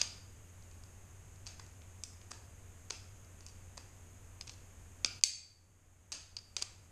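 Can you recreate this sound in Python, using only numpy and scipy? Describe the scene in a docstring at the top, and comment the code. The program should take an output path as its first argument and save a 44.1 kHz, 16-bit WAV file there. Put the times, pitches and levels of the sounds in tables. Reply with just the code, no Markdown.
"""Sharp steel clacks ring out in a living room, over a faint hum and hiss: a butterfly knife is flipped.
Its handles hit the blade and bounce, its loose pivots tick, and the handles meet in the palm.
Each touch is a short chatter of steel parts, damped by the hand, and the room rings on after it.
The hardest clack makes a nearby camera's gain control turn everything down and recover slowly."""
import sys
import numpy as np
from scipy import signal
from scipy.fft import rfft, irfft, next_fast_len
from scipy.io import wavfile
from scipy.ndimage import uniform_filter1d, minimum_filter1d, map_coordinates

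SR = 44100
rng = np.random.default_rng(int(sys.argv[2]) if len(sys.argv) > 2 else 0)


def put_to_file(sound):
    """Save the sound as 16-bit audio at rate SR, in the file named by the first command-line argument."""
    columns = np.atleast_2d(sound).T  # one column per channel
    safe = np.clip(columns, -1, 1)
    whole_steps = np.round(safe * 32767)
    wavfile.write(sys.argv[1], SR, whole_steps.astype(np.int16))


N = 304731

# The handles' high and low notes. Each row: pitch in Hz, level in dB, seconds to fade by 60 dB.
HANDLE_HIGH_NOTES = [(4200, -12, 0.0057), (5566, 0, 0.0039), (6310, -1.5, 0.0053), (6443, -2, 0.0083),
                     (7490, -5.5, 0.0058), (7840, -11.5, 0.0044), (8850, -13.5, 0.0075),
                     (10710, -23.5, .005)]
HANDLE_LOW_NOTES = [(2370, -1.5, .005), (2584, 1.5, 0.0055), (3020, -3, 0.0045)]
# The blade's notes, held and free. Each row: multiple of its pitch, level in dB, seconds to fade by 60 dB.
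HELD_BLADE_NOTES = [(1, -3, 0.013), (1.055, -6, 0.00692)]
FREE_BLADE_NOTES = [(.972, -5, .2), (.99, -2.5, 0.24), (1.012, -1, 0.28), (1.03, -3.5, .25),
                    (1.06, -8, .22)]
# Five tone colours. Each row: frequency in Hz, level in dB.
CRACK_COLOUR = [(600, -46.5), (1800, -19.5), (2500, -12), (3500, -4), (5000, 2.5), (6500, -0.5),
                (8000, -4.5), (10000, -16.5), (12000, -27.5), (14000, -26.5), (16000, -42.5)]  # steel on steel
KNOCK_COLOUR = [(60, -21), (250, -4), (600, -1), (1200, 1.5), (1900, -5.5), (3000, -18.5), (6000, -49.5)]  # the knife in the hand
THIN_STEEL_COLOUR = [(600, -16), (1750, -11.5), (2250, -1)]  # thin steel gives off little bass
ECHO_COLOUR = [(200, 5.5), (1000, 1), (1800, 5), (2500, 2), (3700, 1), (4700, -0.5), (5600, -2.5),
               (7000, 0), (11000, 0.5)]  # the room's answer
AIR_COLOUR = [(22, -3.5), (38, -4.5), (70, -4), (100, -7.5), (130, -11.5), (300, -19), (1000, -25.5),
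              (2600, -29), (4200, -38), (5800, -35), (6500, -21), (7200, -26.5), (10300, -36), (13500, -40)]  # room rumble and microphone hiss
# How long the room rings. Each row: frequency in Hz, seconds to fade by 60 dB.
ECHO_FADE = [(200, 0.48), (1000, 0.59), (2500, 0.51), (3900, 0.5), (4650, 0.53), (5400, 0.48), (8000, 0.48),
             (12000, 0.28)]
# A handle hits the blade. Each row: start in seconds, clack level in dB, brightness in dB per octave,
# blade level over the clack in dB, blade pitch in Hz, grip from 0 to 1, first bounce in seconds,
# loss per bounce in dB, extra echo in dB.
HANDLE_STRIKES = [(-.02, -26, -4.5, 0.5, 4900, 0.97, 0.0056, 15, 1),
                  (.0148, -23, -1, -2.5, 4850, 0.6, 0.0023, 11, -3.5),
                  (1.467, -42.5, -1, -8, 4680, 0.9, 0.0051, 3, 4.5),
                  (2.0366, -34, 6, -11, 5180, 0.18, .005, 18, -2),
                  (3.4647, -46, 3, -8, 4740, 0.46, .021, 10, 3),
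                  (4.4106, -40.5, -5.5, -2.5, 5040, 1, 0.011, 13, -7),
                  (4.495, -43.5, -3, -10, 4350, .9, .0035, 10, -0.5),
                  (5.0466, -23.5, -4.5, -2.5, 4790, 0.83, 0.013, 12.5, -3.5),
                  (5.237, -5, 1.5, -5, 4568, 0.07, .0083, 17, -2),
                  (6.1195, -30.5, 0, -5.5, 4690, 0.77, 0.0048, 1, 5.5),
                  (6.3672, -37.5, -3.5, 7.5, 4730, 0.84, .003, 7, -3),
                  (6.3875, -47.5, -6, 8, 4750, 0.8, 0.0027, 14, -6),
                  (6.5656, -26, -2, -5.5, 4760, 0.77, .0018, 5, -.5),
                  (6.6235, -24.5, 1.5, -3.5, 4640, 0.66, 0.0041, 15, -6)]
# Light touches of steel: mostly the pivots ticking, and the last two rows a handle grazing just before the blow
# at 6.62 s. Each row: start in seconds, level in dB, brightness in dB per octave.
LIGHT_TICKS = [(0.624, -60.5, -1), (.7125, -57, -1), (0.837, -55, 2), (1.36, -62, 3), (1.4612, -55, -1),
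               (1.6645, -57.5, 0), (1.819, -60.5, -13), (2.215, -58, -9), (2.3077, -53, 10),
               (2.334, -56, -8), (3.247, -63, -4), (3.4067, -53, -3.5), (4.518, -56, 3), (4.538, -57, -3),
               (5.2118, -45, -3.5), (6.6163, -40, -8), (6.6194, -38.5, -5)]
# The handles meet in the palm. Each row: start in seconds, clack level in dB, brightness in dB per
# octave, knock level over the clack in dB, graze level over the clack in dB.
PALM_CATCHES = [(1.5964, -50.5, -1, -2, -13), (2.315, -43, 2, -5.5, -5), (2.905, -36, -3, -11.5, -9),
                (3.7764, -46.5, -2.5, -3, -5), (4.476, -49, -6, -17, -2.5)]

CONTACT_S = .003  # how long one touch lasts
HELD_BLADE_DB, HELD_BLADE_HZ = -8, 4740  # the blade in ticks and catches; its level is over the clack


def amp(db):
    """Turn decibels into a number to multiply by."""
    return 10 ** (np.asarray(db) / 20)


def unit(x):
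    """Scale a sound to an average power of 1."""
    return x / np.sqrt(np.mean(x ** 2) + 1e-20)


def burst(x):
    """Scale a click to the energy of one touch at power 1."""
    return x * np.sqrt(CONTACT_S * SR / (np.sum(x ** 2) + 1e-20))


def along(points, hz):
    """Read between the rows of a (Hz, value) table, with octaves evenly spaced."""
    row_hz, values = np.transpose(points)
    return np.interp(np.log(hz + 1), np.log(row_hz + 1), values)


def wobble(rate):
    """A smooth curve through `rate` random points a second."""
    points = rng.standard_normal(int(N * rate / SR) + 4)
    return map_coordinates(points, [np.arange(N) * rate / SR])


def filtered(x, response):
    """Multiply each frequency of a long sound by response(Hz)."""
    size = next_fast_len(N + SR // 4)
    return irfft(rfft(x, size) * response(np.fft.rfftfreq(size, 1 / SR)), size)[:N]


def coloured(x, colour, size=2048):
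    """Turn each frequency of a click up or down by colour(Hz) decibels."""
    cepstrum = irfft(colour(np.fft.rfftfreq(size, 1 / SR)) * np.log(10) / 20)
    # folding it in half makes the filter ring only after the click
    cepstrum[1:size // 2] *= 2
    cepstrum[size // 2 + 1:] = 0
    return irfft(rfft(x, size) * np.exp(rfft(cepstrum)))[:len(x)]


def add(track, sound, start_s):
    """Mix a sound into the track at a time in seconds."""
    start = round(start_s * SR)
    part = sound[max(-start, 0):len(track) - start]
    track[max(start, 0):][:len(part)] += part


def ring(notes, t, scale=1):
    """Struck steel rings and fades; grip and point of contact vary each note a little."""
    hz, db, fade_s = np.transpose(notes)[:, :, None]
    strength, shift, phase = rng.standard_normal((3, len(notes), 1))
    hz = scale * hz * (1 + .005 * shift)
    db = db + 1.5 * strength
    waves = np.sin(2 * np.pi * (hz * t + phase))
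    attack = 1 - np.exp(-t / 0.00027)
    return attack * np.sum(amp(db - 60 * t / fade_s) * waves, axis=0)


def chatter(t, fade_s):
    """Loose pivots rattle for a few milliseconds after a blow."""
    return rng.standard_normal(len(t)) * amp(-60 * t / fade_s)


def contact(clack_db, brightness, blade_db, blade_hz, knock_db, size=1024):
    """One blow: the handles crack and ring, the blade sings, the hand takes a dull knock."""
    t = np.arange(size) / SR
    crack = coloured(chatter(t, fade_s=0.017), lambda hz: along(CRACK_COLOUR, hz))
    clack = burst(ring(HANDLE_HIGH_NOTES, t)) + amp(-1.5) * burst(crack)
    # a harder blow is shorter, so it is brighter and bends the handles less
    steel = burst(coloured(clack, lambda hz: brightness * np.log2(np.clip(hz, 3300, 11000) / 6000)))
    steel += amp(-11.5 - 0.8 * brightness) * burst(ring(HANDLE_LOW_NOTES, t))
    steel += amp(blade_db) * burst(ring(HELD_BLADE_NOTES, t, blade_hz))
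    steel = coloured(steel, lambda hz: along(THIN_STEEL_COLOUR, hz))
    knock = coloured(chatter(t, fade_s=0.015), lambda hz: along(KNOCK_COLOUR, hz))
    return amp(clack_db) * (steel + amp(knock_db) * burst(knock))


def room(sound, reflections=7):
    """The room's echo: a few quick reflections from floor and furniture, and a smooth fading tail."""
    hz, t, noise = signal.stft(rng.standard_normal(SR * 3 // 5), SR, nperseg=256)
    fade = amp(along(ECHO_COLOUR, hz)[:, None] - 60 * t / along(ECHO_FADE, hz)[:, None])
    tail = signal.istft(noise * fade, SR, nperseg=256)[1]
    tail /= np.linalg.norm(tail)
    delays_s = rng.uniform(.002, .022, reflections)
    tail[(delays_s * SR).astype(int)] += 0.12 * rng.standard_normal(reflections)
    return signal.fftconvolve(sound, tail)


def blow_in_room(blow, extra_echo_db, directions=8, size=2048):
    """A blow goes straight to the microphone, and a different mix of its notes toward each wall."""
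    outward = np.zeros(size)
    for delay_s in rng.uniform(.001, .016, directions):
        add(outward, contact(*blow) / np.sqrt(directions), delay_s)
    sound = amp(-7.5 + extra_echo_db) * room(outward)
    add(sound, contact(*blow), 0)
    return sound


def singing_blade(hz):
    """When no finger damps it, the blade rings on into the room."""
    note = ring(FREE_BLADE_NOTES, np.arange(SR // 2) / SR, hz)
    sound = amp(-2.0) * room(note)
    add(sound, amp(-12.5) * note, 0)
    return sound


def strikes(hits=3, bounce_shrink=0.63):
    """A swinging handle hits the blade and bounces, each time sooner and weaker."""
    track = np.zeros(N)
    for start_s, db, brightness, blade_db, hz, grip, bounce_s, loss_db, echo_db in HANDLE_STRIKES:
        # a firm grip trades the blade's long ring for a dull knock
        knock_db = -13.5 + 20 * np.log10(grip)
        ring_gain = (1 - grip) ** 2 * amp(db + blade_db - 14)
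        add(track, ring_gain * singing_blade(hz), start_s)
        for hit in range(hits):
            blow = (db - hit * loss_db, brightness, blade_db, hz, knock_db)
            add(track, blow_in_room(blow, echo_db), start_s)
            start_s += bounce_s * bounce_shrink ** hit
    return track


def hum(hz, slow_phase, fast_phase, level_db):
    """A low, faint, steady hum near 91 Hz."""
    phase = 2 * np.pi * hz * np.arange(N) / SR + slow_phase * wobble(4) + fast_phase * wobble(24)
    return amp(level_db + 0.39 * wobble(6.3)) * unit(np.sin(phase))


def air(level_db):
    """Steady room rumble and microphone hiss."""
    noise = filtered(rng.standard_normal(N), lambda hz: amp(along(AIR_COLOUR, hz)))
    return amp(level_db) * unit(noise)


def tick(db, brightness, knock_db=-10.5):
    """A light touch of steel on steel."""
    return blow_in_room((db, brightness, HELD_BLADE_DB, HELD_BLADE_HZ, knock_db), extra_echo_db=.5)


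def light_touches():
    """Light touches: the loose pivots tick while the knife twirls, and a handle grazes twice just before its
    blow at 6.62 s."""
    track = np.zeros(N)
    for start_s, db, brightness in LIGHT_TICKS:
        add(track, tick(db, brightness), start_s)
    return track


def catches(graze_lead_s=.0043, settle_s=.0018, settle_loss_db=0.1):
    """The handles' tips graze brightly, then the handles knock together in the palm and press flat."""
    track = np.zeros(N)
    for start_s, db, brightness, knock_db, graze_db in PALM_CATCHES:
        add(track, tick(db + graze_db, brightness + 5), start_s - graze_lead_s)
        for delay_s, loss_db in [(0, 0), (settle_s, settle_loss_db)]:
            blow = (db - loss_db, brightness, HELD_BLADE_DB, HELD_BLADE_HZ, knock_db)
            add(track, blow_in_room(blow, extra_echo_db=0.8), start_s + delay_s)
    return track


def gain_control(x, limit_db, recovery_db_per_s, ahead_s):
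    """The camera turns down just before a sound passes the limit, then creeps back up."""
    power = np.abs(uniform_filter1d(x ** 2, round(CONTACT_S * SR)))
    needed_db = np.minimum(limit_db - 10 * np.log10(power + 1e-12), 0)
    early_db = minimum_filter1d(needed_db, 2 * round(ahead_s * SR) + 1)
    climb_db = recovery_db_per_s * np.arange(N) / SR
    gain_db = np.minimum.accumulate(early_db - climb_db) + climb_db
    smooth_db = uniform_filter1d(gain_db, round(.008 * SR))
    return x * amp(smooth_db)


def scene():
    """The knife over the quiet room, in one channel."""
    background = hum(hz=90.6, slow_phase=2.16, fast_phase=1.0, level_db=-58.0) + air(level_db=-57.5)
    return (strikes() + catches() + light_touches() + background)[None]


def record(dry):
    """The camera holds loud sounds down and cuts off the highest treble."""
    top_hz = 14200
    held = gain_control(dry[0], limit_db=-15.5, recovery_db_per_s=4.5, ahead_s=.039)
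    return filtered(held, lambda hz: 1 / np.sqrt(1 + (hz / top_hz) ** 110))[None]


dry = scene()
out = record(dry)
put_to_file(out)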